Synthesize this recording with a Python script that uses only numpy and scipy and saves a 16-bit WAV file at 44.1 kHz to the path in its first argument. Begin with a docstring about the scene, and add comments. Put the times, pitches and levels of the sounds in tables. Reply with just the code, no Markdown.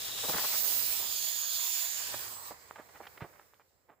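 """One long, bright hiss, the turbulence of air forced through a cobra's glottis, dies away as the snake,
rearing in dry grass, turns to face the microphone. A narrow resonance of its airway stands out and
rises in pitch near the end of the hiss. Under its shifting weight dry stalks crunch and snap by brittle
fracture and the soil gives soft, damped thumps, all over a faint outdoor rumble."""
import sys
import numpy as np
from scipy import signal
from scipy.fft import rfft, irfft
from scipy.io import wavfile
from scipy.ndimage import map_coordinates

SR = 44100
rng = np.random.default_rng(int(sys.argv[2]) if len(sys.argv) > 2 else 0)


def output_pcm(signal):
    """Save a mono or channel-first signal as 16-bit PCM at the path in sys.argv[1].

    Samples are clipped to [-1, 1] before scaling.
    """
    pcm = np.clip(np.atleast_2d(signal).T, -1, 1) * 32767
    wavfile.write(sys.argv[1], SR, np.round(pcm).astype(np.int16))


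N = 176400
T = np.arange(N) / SR
HZ = np.maximum(np.arange(N // 2 + 1) * SR / N, 1)
CUTOFF_HZ = 15500


def from_db(db):
    """Amplitude ratio of a level in decibels."""
    return 10 ** (np.asarray(db) / 20)


def unit_rms(x):
    """Normalisation to unit mean power."""
    return x / np.sqrt(np.mean(x ** 2) + 1e-20)


def in_time(rows):
    """Linear interpolation of each column over time."""
    times, *columns = np.transpose(rows)
    return [np.interp(T, times, column) for column in columns]


def over_hz(points):
    """Interpolation of a spectrum over log frequency."""
    hz, value = np.transpose(points)
    return np.interp(np.log(HZ), np.log(hz), value)


def pan(db):
    """Constant-power panning: two gains from a balance, the left level minus the right."""
    gains = from_db(np.atleast_1d(db) * np.array([[.5], [-.5]]))
    return gains / np.sqrt(np.mean(gains ** 2, axis=0))


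def add(out, start_s, x):
    """Superposition of a sound from a given time on."""
    i = max(int(start_s * SR), 0)
    out[i:i + len(x)] += x[:N - i]


def drift(corner_hz):
    """Random fluctuation: low-passed noise of unit power."""
    return unit_rms(irfft(rfft(rng.standard_normal(N)) / (1 + (HZ / corner_hz) ** 2), N))


# Likeness of left and right: (frequency [Hz], correlation [-1 to 1])
CORRELATION = [(60,0.24),(300,0.65),(2000,0.07),(7000,0.32),(10000,0.45),(15000,0.17)]
def turbulence(spectrum, flutter_db, balance_db=0):
    """Turbulent flow radiates broadband noise, partly coherent in stereo and fluttering in level."""
    alike = np.clip(over_hz(CORRELATION), -1, 1)
    mid, side = rfft(rng.standard_normal((2, N)))
    stereo = np.sqrt(1 + alike) * mid + np.sqrt(1 - alike) * side * [[1], [-1]]
    low_hz, high_hz = spectrum[0][0], 2 * spectrum[-1][0]
    skirts = 1 / (1 + (low_hz / HZ) ** 4) / (1 + (HZ / high_hz) ** 4)
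    colour = from_db(over_hz(spectrum)) * skirts * (HZ < CUTOFF_HZ + 400)
    noise = unit_rms(irfft(stereo * colour * pan(balance_db), N))
    return noise * from_db(flutter_db * (drift(12.8) + 0.62 * drift(190)))


# Force of the hiss: (time [s], body level [dB], sizzle level [dB])
JET_LEVELS = [(0,-36,-40.5), (0.15,-38,-44), (0.3,-33,-35.5), (0.49,-33,-35), (0.58,-34.5,-29),
              (0.93,-35,-31), (1.08,-36.5,-35.5), (1.45,-39.5,-36.5), (1.55,-36,-33), (1.84,-37,-33.5),
              (1.92,-37.5,-39), (2.1,-39,-41.5), (2.23,-41.5,-40), (2.32,-46,-44), (2.41,-50.5,-49),
              (2.485,-48.5,-46), (2.545,-58,-61), (2.67,-58,-63), (2.74,-63.5,-67), (3.1,-62,-61.5),
              (3.4,-68,-68), (3.75,-77.5,-80), (4,-87.5,-81.5)]
# Balance as the head turns: (time [s], body balance [dB], sizzle balance [dB])
HEAD_TURN = [(0,8,5.5),(.45,9.5,-0.5),(.6,4,-11.5),(2.15,5,-14.5),(2.38,5,-5),(3,6.5,-3)]
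# Spectra of the body and of the sizzle above it: (frequency [Hz], relative level [dB])
BODY_SPECTRUM = [(1200,-44),(2400,-0.5),(3500,2),(5000,4.5),(5800,2.5),(9300,1),(11000,-4.5)]
SIZZLE_SPECTRUM = [(7500,-22.5),(9200,-11),(10200,-16.5),(11400,-7),(14000,-7.5),(14700,0),(15150,0.5),(15600,3)]
# Further tilt of the body between left and right: (frequency [Hz], balance [dB])
BODY_BALANCE = [(2700,-6.5),(3500,-9.5),(4500,-8.5),(5400,-6),(6800,-6),(8100,-6.5),(9300,-14.5)]
def glottal_jet():
    """Jet noise is directional, so the balance of body and sizzle shifts as the head turns."""
    body_db, sizzle_db = in_time(JET_LEVELS)
    body_pan, sizzle_pan = in_time(HEAD_TURN)
    body = turbulence(BODY_SPECTRUM, flutter_db=1.0, balance_db=over_hz(BODY_BALANCE))
    sizzle = turbulence(SIZZLE_SPECTRUM, flutter_db=0.87)
    return from_db(body_db) * pan(body_pan) * body + from_db(sizzle_db) * pan(sizzle_pan) * sizzle


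# Strength of the low rush of air: (time [s], level [dB])
RUSH_LEVEL = [(.15,-52),(.35,-46.5),(1.1,-51.5),(1.2,-54.5),(1.4,-53),(2.2,-49),(2.3,-54),(2.65,-61),(3.35,-65.5),(3.72,-83)]
# Its spectrum: (frequency [Hz], relative level [dB])
RUSH_SPECTRUM = [(430,-9),(620,3),(1000,3),(1350,0.5),(1800,2.5),(2300,-0.5),(3400,-27)]
def breath_rush():
    """Turbulence in the breath adds a lower band of noise beneath the hiss."""
    rush_db, = in_time(RUSH_LEVEL)
    return from_db(rush_db) * pan(db=-8) * turbulence(RUSH_SPECTRUM, flutter_db=1.5)


def resonance(centre_hz, width_hz, wander=0.013):
    """A cavity driven by turbulence rings as narrowband noise, here wavering in pitch."""
    phase = 2 * np.pi * np.cumsum(centre_hz * (1 + wander * drift(corner_hz=6))) / SR
    lowpass = signal.butter(2, width_hz / 2, fs=SR, output="sos")
    in_phase, quadrature = signal.sosfilt(lowpass, rng.standard_normal((2, N)))
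    return unit_rms(in_phase * np.cos(phase) + quadrature * np.sin(phase))


# Main airway resonance: (time [s], centre [Hz], level [dB])
MAIN_RESONANCE = [(0,7000,-59),(1.0,6740,-48.5),(1.2,6740,-41),(1.83,6865,-38),(2.03,7240,-43),(2.17,7540,-60),(2.35,8000,-49.5),(2.48,8200,-52.5),(2.55,7440,-67.5),(4,7440,-89)]
# Lesser resonances: (start [s], end [s], centre [Hz], bandwidth [Hz], peak level [dB], balance [dB])
LESSER_RESONANCES = [(-.1,0.48,3644,562,-44.5,-6.5),(.25,1.0,4470,1200,-50,-33.5),(.9,1.98,3514,495,-48,1.5),(0.994,1.946,4600,646,-44.5,-7.5),(1.265,2.315,1732,297,-53.5,-6),(2.206,2.55,1134,353,-52.5,-6)]
def airway():
    """Cavity resonance favours narrow bands: a high one glides while lower ones swell and fade."""
    centre_hz, main_db = in_time(MAIN_RESONANCE)
    out = from_db(main_db) * pan(db=-15) * resonance(centre_hz, width_hz=620)
    for start, end, hz, width_hz, db, balance_db in LESSER_RESONANCES:
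        progress = np.clip((T - start) / (end - start), 0, 1)
        swell = np.sqrt(np.abs(np.sin(np.pi * progress)))
        out += from_db(db) * swell * pan(balance_db) * resonance(hz, width_hz)
    return out


def shifting_colour(x, depth_db=1.5, patch_hz=299.5, patch_s=0.119, size=512):
    """Random spectral modulation: narrow bands swell and sink, faintly shifting the hiss's colour."""
    hz, times, bands = signal.stft(x, SR, nperseg=size)
    field = rng.standard_normal((size, size))
    grid = np.meshgrid(hz / patch_hz, times / patch_s, indexing="ij")
    patches = map_coordinates(field, grid, order=3, mode="wrap")
    return signal.istft(bands * from_db(depth_db * patches), SR, nperseg=size)[1][:, :N]


def arrival_delay(x, lag_s=0.000264):
    """Path difference: sound from the right reaches the left microphone later."""
    left = irfft(rfft(x[0]) * np.exp(-2j * np.pi * HZ * lag_s), N)
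    return np.array([left, x[1]])


# Strength of the outdoor rumble: (time [s], level [dB])
RUMBLE_LEVEL = [(0,-55.5),(.35,-55),(1.05,-58.5),(1.45,-66.5),(1.8,-70.5),(2.15,-55),(2.6,-66),(3.3,-63.5),(3.6,-74.5)]
# Its spectrum: (frequency [Hz], relative level [dB])
RUMBLE_SPECTRUM = [(30,-9.5),(80,3),(230,-9.5),(480,-1),(900,-8.5)]
def outdoor_rumble():
    """Ambient noise, mostly low in frequency, slowly rises and falls."""
    rumble_db, = in_time(RUMBLE_LEVEL)
    return from_db(rumble_db) * pan(db=-5) * turbulence(RUMBLE_SPECTRUM, flutter_db=0.5)


# Crushed stalks: (start [s], nominal length [s], level [dB], low edge [Hz], top edge [Hz])
STALK_CRUNCHES = [(0.231,0.027,-41.5,380,900),(0.279,0.031,-39.5,282,850),(0.311,0.095,-41,298,1870),(0.435,0.021,-41,480,1320),(0.517,0.047,-46.5,436,1780),(0.559,0.27,-59,263,750),(0.98,0.11,-55.5,380,915),
                  (2.137,0.012,-44,450,1460),(2.504,0.021,-47.5,300,1320),(2.755,0.014,-48.5,900,1480),(2.775,0.037,-50.5,416,1390),(2.887,0.014,-59,500,1740),(2.941,0.034,-54.5,395,1900),(2.995,0.026,-47.5,345,910),
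                  (3.021,0.046,-56,390,2170),(3.066,0.01,-47,483,2690),(3.173,0.0085,-49.5,330,2220),(3.2,0.034,-46.5,397,1920),(3.237,0.024,-47.5,220,1190),(3.315,0.12,-66,550,1860),
                  (3.595,0.028,-66,450,1860),(3.878,0.053,-60,272,1360)]
def crunches(cracks_per_length=40, spread_db=2.5):
    """Brittle fracture: a swell of tiny random cracks, in a band set by the stalks' thickness."""
    out, t = np.zeros(N), T[:SR]
    for start, length, db, low_hz, top_hz in STALK_CRUNCHES:
        chance, size, sign = rng.random((3, len(t)))
        breaks = chance < cracks_per_length / (length * SR)
        cracks = breaks * from_db(-spread_db * np.log(size + 0.024)) * np.sign(sign - .5)
        swell = (t / length) * np.exp(-2 * (t / length) ** 2)
        crunch = signal.lfilter(*signal.butter(2, low_hz, "high", fs=SR), cracks * swell + 1e-18)
        crunch = signal.lfilter(*signal.butter(3, top_hz, fs=SR), crunch)
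        rms = np.sqrt(np.sum(crunch ** 2) / (length * SR) + 1e-20)
        add(out, start, from_db(db) * crunch / rms)
    return out


def damped_ring(force, hz, q, top_hz):
    """Response of a damped oscillator, dulled above top_hz and scaled to unit peak."""
    ring = signal.lfilter(*signal.iirpeak(hz, q, fs=SR), force + 1e-18)
    ring = signal.lfilter(*signal.butter(2, min(top_hz, SR / 3), fs=SR), ring)
    return ring / np.abs(ring).max()


# Weight settling on the soil: (time [s], peak level [dB])
SOIL_THUMPS = [(0.294,-44),(0.344,-36),(2.148,-49),(3.216,-33.5)]
def thumps(attack_s=0.002, decay_s=0.011):
    """Heavy damping in the soil turns a brief, rough push into a dull shudder."""
    out, t = np.zeros(N), T[:SR // 5]
    for start, db in SOIL_THUMPS:
        push = rng.standard_normal(len(t)) * (1 - np.exp(-t / attack_s)) * np.exp(-t / decay_s)
        add(out, start, from_db(db) * damped_ring(push, hz=135, q=0.9, top_hz=520))
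    return out


# Single stalks breaking: (time [s], peak level [dB], resonance [Hz])
STALK_SNAPS = [(.296,-25.5,1110),(.344,-33,725),(0.384,-23,1600),(0.392,-28,2280),(2.144,-30.5,840),(2.509,-34,680),(2.71,-30,1250),(2.798,-38,530),(3.397,-41,1260),(3.536,-48,1280),(3.543,-50.5,3200),(3.597,-47,1140)]
def snaps():
    """Impulse response: a stalk breaks with one click and rings for about a cycle."""
    out, click = np.zeros(N), signal.unit_impulse(SR // 20)
    for start, db, hz in STALK_SNAPS:
        add(out, start, from_db(db) * damped_ring(click, hz, q=1.32, top_hz=0.88 * hz))
    return out


def grass_scatter(x, scatter_db=-10, decay_s=0.008):
    """Scattering by nearby stalks adds a short, bright tail to ground sounds from the right."""
    t = T[:SR // 10]
    response = rng.standard_normal((2, len(t))) * np.exp(-t / decay_s)
    response /= np.sqrt(np.sum(response ** 2, axis=1, keepdims=True))
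    bright = signal.lfilter(*signal.butter(1, 500, "high", fs=SR), x)
    tail = signal.fftconvolve(bright[None], response)[:, :N]
    return pan(db=-5) * (x + from_db(scatter_db) * tail)


def scene():
    """Superposition of the hiss, the rumble and the ground sounds."""
    rumble = outdoor_rumble()
    hiss = shifting_colour(glottal_jet() + breath_rush() + airway())
    ground = crunches() + thumps() + snaps()
    return arrival_delay(hiss) + rumble + grass_scatter(ground)


def record(dry):
    """Band limiting: a steep elliptic low-pass removes the highest treble."""
    return signal.sosfilt(signal.ellip(12, .2, 80, CUTOFF_HZ, fs=SR, output="sos"), dry)


dry = scene()
out = record(dry)
output_pcm(out)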